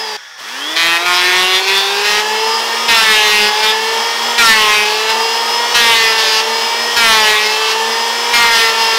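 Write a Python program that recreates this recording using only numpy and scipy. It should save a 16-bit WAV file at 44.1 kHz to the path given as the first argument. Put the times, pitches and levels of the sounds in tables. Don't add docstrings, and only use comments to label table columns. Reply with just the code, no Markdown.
import sys
import numpy as np
from scipy import signal
from scipy.fft import rfft, irfft, next_fast_len
from scipy.io import wavfile
from scipy.ndimage import uniform_filter1d

SR = 44100
rng = np.random.default_rng(int(sys.argv[2]) if len(sys.argv) > 2 else 0)


def dump_mix(stems):
    frames = np.atleast_2d(stems).T
    limited = np.clip(frames, -1, 1)
    pcm = np.round(limited * 32767).astype(np.int16)
    wavfile.write(sys.argv[1], SR, pcm)


N = 396018
TIME = np.arange(N) / SR


def amp(db):
    return 10 ** (np.asarray(db) / 20)


def unit_rms(x):
    return x / np.sqrt(np.mean(x ** 2) + 1e-20)


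def curves(rows, along=TIME):
    at, *columns = np.transpose(rows)
    return [np.interp(along, at, column) for column in columns]


def eq(x, points):
    hz, db = np.transpose(points)
    size = next_fast_len(N, True)
    gain = amp(np.interp(np.log(np.fft.rfftfreq(size, 1 / SR) + 1), np.log(hz), db))
    return irfft(rfft(x, size) * gain, size)[:N]


def drift(per_s):
    steps = rng.standard_normal(3000)
    return np.interp(TIME * per_s, np.arange(len(steps)), steps) * np.sqrt(3 / 2)


# (frequency [Hz], gain [dB])
BOARD_EQ = [(60, -44), (220, -26.5), (430, -14), (700, -6.5), (1000, -1.5), (2500, 1), (4000, 0),
            (5500, -3.5), (7000, -14), (10000, -32.5), (16000, -25)]
# (place [cm], spread [cm], frequency [Hz], lift [dB])
BOARD_MODES = [(5, .3, 3260, 6), (5.6, 0.75, 2530, 6.5), (6.4, 1.7, 1810, 6), (7.45, 0.55, 2340, 10.5),
               (9.1, 1.85, 1360, 6), (9.9, 0.44, 5250, 10.5), (14.2, 2.2, 1750, 10), (15.9, 1.9, 1970, 7),
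               (21.8, 2.2, 2857, 14.5), (24.7, 12.7, 1020, 6), (26.9, 10, 3480, 2), (31.4, 7.2, 1970, 7),
               (33.3, 2.2, 2460, 12), (41.5, 3.31, 5100, 9)]


def cutting(turns, place, width_hz=210):
    bite, bright_db, ring = blade()
    blows = eq(strikes(turns), BOARD_EQ)
    modes = sum(amp(db) * np.exp(-.5 * ((place - cm) / spread) ** 2) * resonate(blows, hz, width_hz)
                for cm, spread, hz, db in BOARD_MODES)
    wood = blows + squeals(blows) + ring * modes
    dull = eq(wood, [(900, -1.5), (2000, -3.5), (5000, -7)])
    wood = dull * amp(-bright_db) + (wood - dull) * amp(bright_db)
    wood /= np.sqrt(abs(uniform_filter1d(wood ** 2, size=1200)) + 1e-12)
    snaps = rng.standard_normal(N) * np.exp(-(turns % 1) / .25) * amp(.83 * drift(260))
    chips = unit_rms(eq(snaps, [(1500, -35), (5000, 6.5), (13000, 3), (16000, -12)]))
    return bite * (wood + amp(-17.5) * chips)


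# (start [s], end [s], drag in [Hz/s], drag out [Hz/s],
# bite in [dB], bite out [dB], brightness in [dB], brightness out [dB], board ring [dB],
# squeal pitch [Hz], squeal lift [dB])
CUTS = [(0.757, 0.972, 66, 109, -9.5, -11.5, -2, -7, -1, 1860, 7),
        (1.05, 1.598, 84, 46, -10.5, -12.5, -7.5, 2.5, -1.5, 3430, 4.5),
        (1.67, 1.888, 55, 32, -10, -16.5, 4, 0, -6, 3560, 10.5),
        (2.038, 2.2, 34, 0, -14, -13.5, -1, 1, -16, 2100, -8),
        (2.88, 3.497, 121, 33, -6, -12, -1.5, 6, -1.5, 2532, -1),
        (3.621, 3.71, 13, 12, -12, -11.5, 0, -3, -10, 3450, 10),
        (4.378, 4.84, 160, 31, -3.5, -11, -2, -3, -0.5, 2523, 7.5),
        (4.849, 4.94, 0, 0, -16.5, -17.5, 2, 8, -11, 4950, -2),
        (5.085, 5.113, 0, 0, -11, -18, -8, 4, -8, 3400, -6),
        (5.741, 6.129, 78, 61, -7, -11.5, -3.5, -1, -9, 1825, 1.5),
        (6.18, 6.4, 90, 0, -13.5, -13.5, 2, 0, -6, 4800, 6.5),
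        (6.96, 7.471, 143, 23, -5.5, -12.5, -2, 0, -6.5, 2060, 4),
        (7.62, 7.718, 24, 13.5, -23.5, -14, 2, 4, -8, 4670, 3),
        (8.33, 8.701, 58.5, 63, -7.5, -12.5, -2.5, 4, -9, 1872, 7),
        (8.792, 8.988, 62.5, 8.5, -15, -17.5, -6, 2, -4, 5030, 5)]
ATTACK_S, RELEASE_S = .011, .016


def blade(jolt_s=.012, skim_db=-19.5, skim_gap_s=.16):
    bite, jolt, timbre = np.zeros(N), np.zeros(N), []
    for start, end, drag, _, in_db, out_db, bright_in, bright_out, ring_db, *_ in CUTS:
        near = slice(*np.searchsorted(TIME, [start, end + 10 * RELEASE_S]))
        t = TIME[near]
        jolt[near] = drag * np.exp((start - t) / jolt_s)
        attack = np.minimum((t - start) / ATTACK_S, 1)
        release = np.exp(-np.maximum(t - end, 0) / RELEASE_S)
        bite[near] += amp(np.interp(t, [start, end], [in_db, out_db])) * attack * release
        timbre += [(start, bright_in, ring_db), (end, bright_out, ring_db)]
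    for (_, end, *_), (start, *_) in zip(CUTS, CUTS[1:]):
        if start - end < skim_gap_s:
            bite = np.maximum(bite, amp(skim_db) * (TIME > end) * (TIME < start + ATTACK_S))
    bright_db, ring_db = curves(timbre)
    grain_db, grain_bright_db = 1.32 * drift(18), 1.5 * drift(16)
    return bite * amp(grain_db), bright_db + .14 * jolt + grain_bright_db, amp(ring_db)


def strikes(turns, memory=.96, decay_turns=.65, size=256):
    grain = signal.lfilter([1], [1, -memory], rng.standard_normal((2200, size)), axis=0)
    fall = np.exp(-np.arange(size) / size / decay_turns)
    spectra = rfft(grain * fall, axis=1)
    bursts = unit_rms(irfft(spectra / abs(spectra) ** (1 / 3), axis=1))
    buzz = np.interp(turns * size, np.arange(bursts.size), bursts.ravel())
    tearing = unit_rms(rng.standard_normal(N) * np.exp(-(turns % 1) / decay_turns))
    return (unit_rms(buzz) + .054 * tearing) * amp(.29 * drift(120))


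def squeals(blows, width_hz=240, rise_share=.91):
    out = np.zeros(N)
    for start, end, *_, hz, db in CUTS:
        near = slice(*np.searchsorted(TIME, [start, end + 3 * RELEASE_S]))
        swell = np.minimum((TIME[near] - start) / (rise_share * (end - start)), 1)
        out[near] += amp(db) * swell * resonate(blows[near], hz, width_hz)
    return out


def resonate(x, hz, width_hz):
    return signal.lfilter(*signal.iirpeak(hz, hz / width_hz, fs=SR), x)


def tone(cycles, db, waver_db, smear_rad):
    level = np.sqrt(2) * amp(db + waver_db * drift(11))
    return level * np.sin(2 * np.pi * (cycles + rng.random()) + smear_rad * drift(45))


# (place [cm], drum note [dB], hum [dB], octave [dB], motor gain [dB], fan gain [dB])
STANDING_WAVES = [(3.5, -43, -32.5, -34, -4.5, -1), (7, -43, -30.5, -21, -2, 0),
                  (11, -50, -26.5, -23.5, -1.5, 1.5), (15.9, -40, -26, -22, -0.5, 1.5),
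                  (23, -53, -23.5, -20, 0, -1.5), (31.6, -45, -23, -25, 0, 1.5),
                  (38.016, -40, -25.5, -22.5, -1, -4), (43, -44, -26, -21, 0, 0),
                  (47.3, -46.5, -25, -25, 0.5, -3.5)]


def drum_hum(turns, hz, place, hum_onset_hz=167, octave_onset_hz=185):
    _, hum_db, octave_db, _, _ = curves(STANDING_WAVES, place)
    hum = tone(2 * turns, hum_db, 1.5, .1) / np.hypot(1, (hum_onset_hz / hz) ** 5)
    octave = tone(4 * turns, octave_db, 1.5, .23) / np.hypot(1, (octave_onset_hz / hz) ** 5)
    return hum + octave


# (multiple of drum speed, level [dB])
DRUM_TONES = [(3, -38), (6, -35), (7, -41), (8, -32), (9, -40), (10, -36), (12, -38), (16, -42), (18, -43),
              (20, -42), (24, -43), (32, -50)]
# (multiple of belt flutter, level [dB])
BELT_TONES = [(1, -39), (2, -36)]
# (motor speed multiple, offset [drum speeds], level [dB])
MOTOR_TONES = [(4, -1, -31), (4, 0, -38), (4, 1, -35), (6, -2, -41), (6, -1, -29), (6, 0, -31), (6, 1, -31),
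               (6, 2, -39), (8, -1, -44), (8, 1, -33), (8, 2, -39), (12, -1, -40), (12, 0, -45),
               (14, -1, -46), (14, 1, -47), (16, -1, -47), (16, 1, -54)]
FAN_TONES = [(10, -1, -39), (10, 0, -28.5), (10, 1, -31)]
# (frequency [Hz], gain [dB])
SHELL_EQ = [(120, -21), (185, -6), (210, 0), (235, 1.5), (500, -8), (900, -2), (1500, -1.5), (1850, 0.5),
            (2250, 0), (2650, 2), (3000, -2.5), (3350, 5), (3800, -1), (4200, -1.5), (8000, 2)]
# (frequency [Hz], gain [dB])
VENT_EQ = [(1500, -6), (3000, -3), (3430, 5), (3650, -11), (3900, -1.5), (4200, 0), (4600, -6),
           (4900, -2.5), (5100, 3.5), (5280, -2.5), (5600, -14)]


def whine(turns, pace, place, motor_ratio=2.202, belt_ratio=8 / 3):
    note_db, _, _, motor_db, fan_db = curves(STANDING_WAVES, place)
    drum = tone(turns, note_db, waver_db=2.5, smear_rad=.19)
    drum += sum(tone(k * turns, db, 3.5, .35) for k, db in DRUM_TONES)
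    belt = sum(tone(k * belt_ratio * turns, db, 5.5, .58) for k, db in BELT_TONES)
    motor = sum(tone((k * motor_ratio + side) * turns, db, 2.5, .4) for k, side, db in MOTOR_TONES)
    fan = sum(tone((k * motor_ratio + side) * turns, db, 3.5, .8 / pace ** 2)
              for k, side, db in FAN_TONES)
    vents = amp(fan_db) * pace ** 1.1 * eq(fan, VENT_EQ)
    shell = eq(pace * (drum + belt) + amp(motor_db) * motor / pace ** .24, SHELL_EQ)
    return vents, shell


# (frequency [Hz], gain [dB])
AIR_EQ = [(110, -49), (200, -28), (300, -17), (420, -1.5), (600, -7.5), (930, 4.5), (1450, -6.5),
          (2100, -8.5), (3200, -3.5), (4200, -8), (5200, -5), (7200, -15.5), (12500, -23), (16000, -25.5)]


def air(turns, pace, throb=.12):
    turbulence = rng.standard_normal(N) * (1 + throb * np.cos(2 * np.pi * turns))
    rush = unit_rms(eq(turbulence, AIR_EQ))
    roar = eq(rush, [(1100, 0), (1600, -36)])
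    return amp(-20 + .5 * drift(25)) * (rush + (pace ** .85 - 1) * roar)


# (frequency [Hz], width [Hz], gain [dB])
HOUSING_MODES = [(1130, 65, -2), (1767, 195, 3.5), (2500, 1300, -11.5), (3340, 130, 0), (5390, 640, -9)]


def rattle(pace):
    scrape = rng.standard_normal(N)
    ring = sum((-1) ** k * amp(db) * resonate(scrape, hz, width)
               for k, (hz, width, db) in enumerate(HOUSING_MODES))
    ring = eq(ring, [(200, -20), (900, -4), (6000, 3.5), (9000, -5)])
    return amp(-27.5) * unit_rms(ring) * pace ** .71


# (time [s], level [dB], centre [Hz], decay [s])
KNOCKS = [(.405, -42, 230, 0.022), (.395, -34, 3000, 0.023), (3.945, -27, 860, 0.014),
          (5.1, -20, 1100, 0.0098), (6.664, -28, 1000, 0.017), (7.562, -18, 2507, 0.0043)]


def knocks():
    out = np.zeros(N)
    for start, db, hz, decay in KNOCKS:
        blow = unit_rms(eq(rng.standard_normal(N), [(hz / 4, -25), (hz, 0), (hz * 4, -22)]))
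        out += amp(db) * blow * (TIME >= start) * np.exp(-abs(TIME - start) / decay)
    return out


# (time [s], drum speed [Hz])
OPENING_SPEED = [(0.0, 220.7), (0.04, 219.6), (0.166, 210.7), (0.169, 70.0), (0.38, 61.2)]
TRIGGER_S = .38


def drum_speed(pull_hz_per_s=1903.87, pull_fade_hz=64.11, friction_hz_per_s=25.33, step_s=.002):
    t = np.arange(TRIGGER_S, N / SR, step_s)
    drag = sum(np.interp(t, cut[:2], cut[2:4], 0, 0) for cut in CUTS)
    hz = [OPENING_SPEED[-1][1]]
    for load in drag[:-1]:
        pull = pull_hz_per_s * np.exp(-hz[-1] / pull_fade_hz)
        hz.append(hz[-1] + step_s * (pull - friction_hz_per_s - load))
    return np.where(TIME < TRIGGER_S, curves(OPENING_SPEED)[0], np.interp(TIME, t, hz))


# (start [s], end [s], from [cm], to [cm])
STROKES = [(0.695, 2.2, 4.55, 48), (2.636, 3.697, 4.1, 45.7), (4.18, 5.032, 3.5, 47.7),
           (5.485, 6.358, 5.9, 48.4), (6.798, 7.744, 4.24, 54.6), (8.127, 9.038, 5.8, 49.5)]


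def travel():
    rows = np.array(STROKES)
    times, places = rows[:, :2].ravel(), rows[:, 2:].ravel()
    legs = np.arange(len(times))
    leg, progress = np.divmod(np.interp(TIME, times, legs), 1)
    progress = np.where(leg % 2, progress, progress ** 1.26)
    return np.interp(leg + .5 - .5 * np.cos(np.pi * progress), legs, places)


def scene():
    hz, place = drum_speed(), travel()
    pace = hz / 225
    turns = np.cumsum(hz * (1 + .0007 * drift(30))) / SR
    hum = drum_hum(turns, hz, place)
    vents, shell = whine(turns, pace, place)
    power_db = np.where(TIME < TRIGGER_S, -6.5, .5)
    machine = amp(power_db) * pace ** 1.32 * (air(turns, pace) + shell)
    return (hum + vents + machine + rattle(pace) + cutting(turns, place) + knocks())[None]


def record(dry, ceiling=.62, knee=9, cutoff_hz=15780):
    clipped = dry / (1 + abs(dry / ceiling) ** knee) ** (1 / knee)
    lowpass = signal.firwin(511, cutoff_hz, window=("kaiser", 9), fs=SR)
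    return signal.oaconvolve(clipped, lowpass[None], "same")


dry = scene()
out = record(dry)
dump_mix(out)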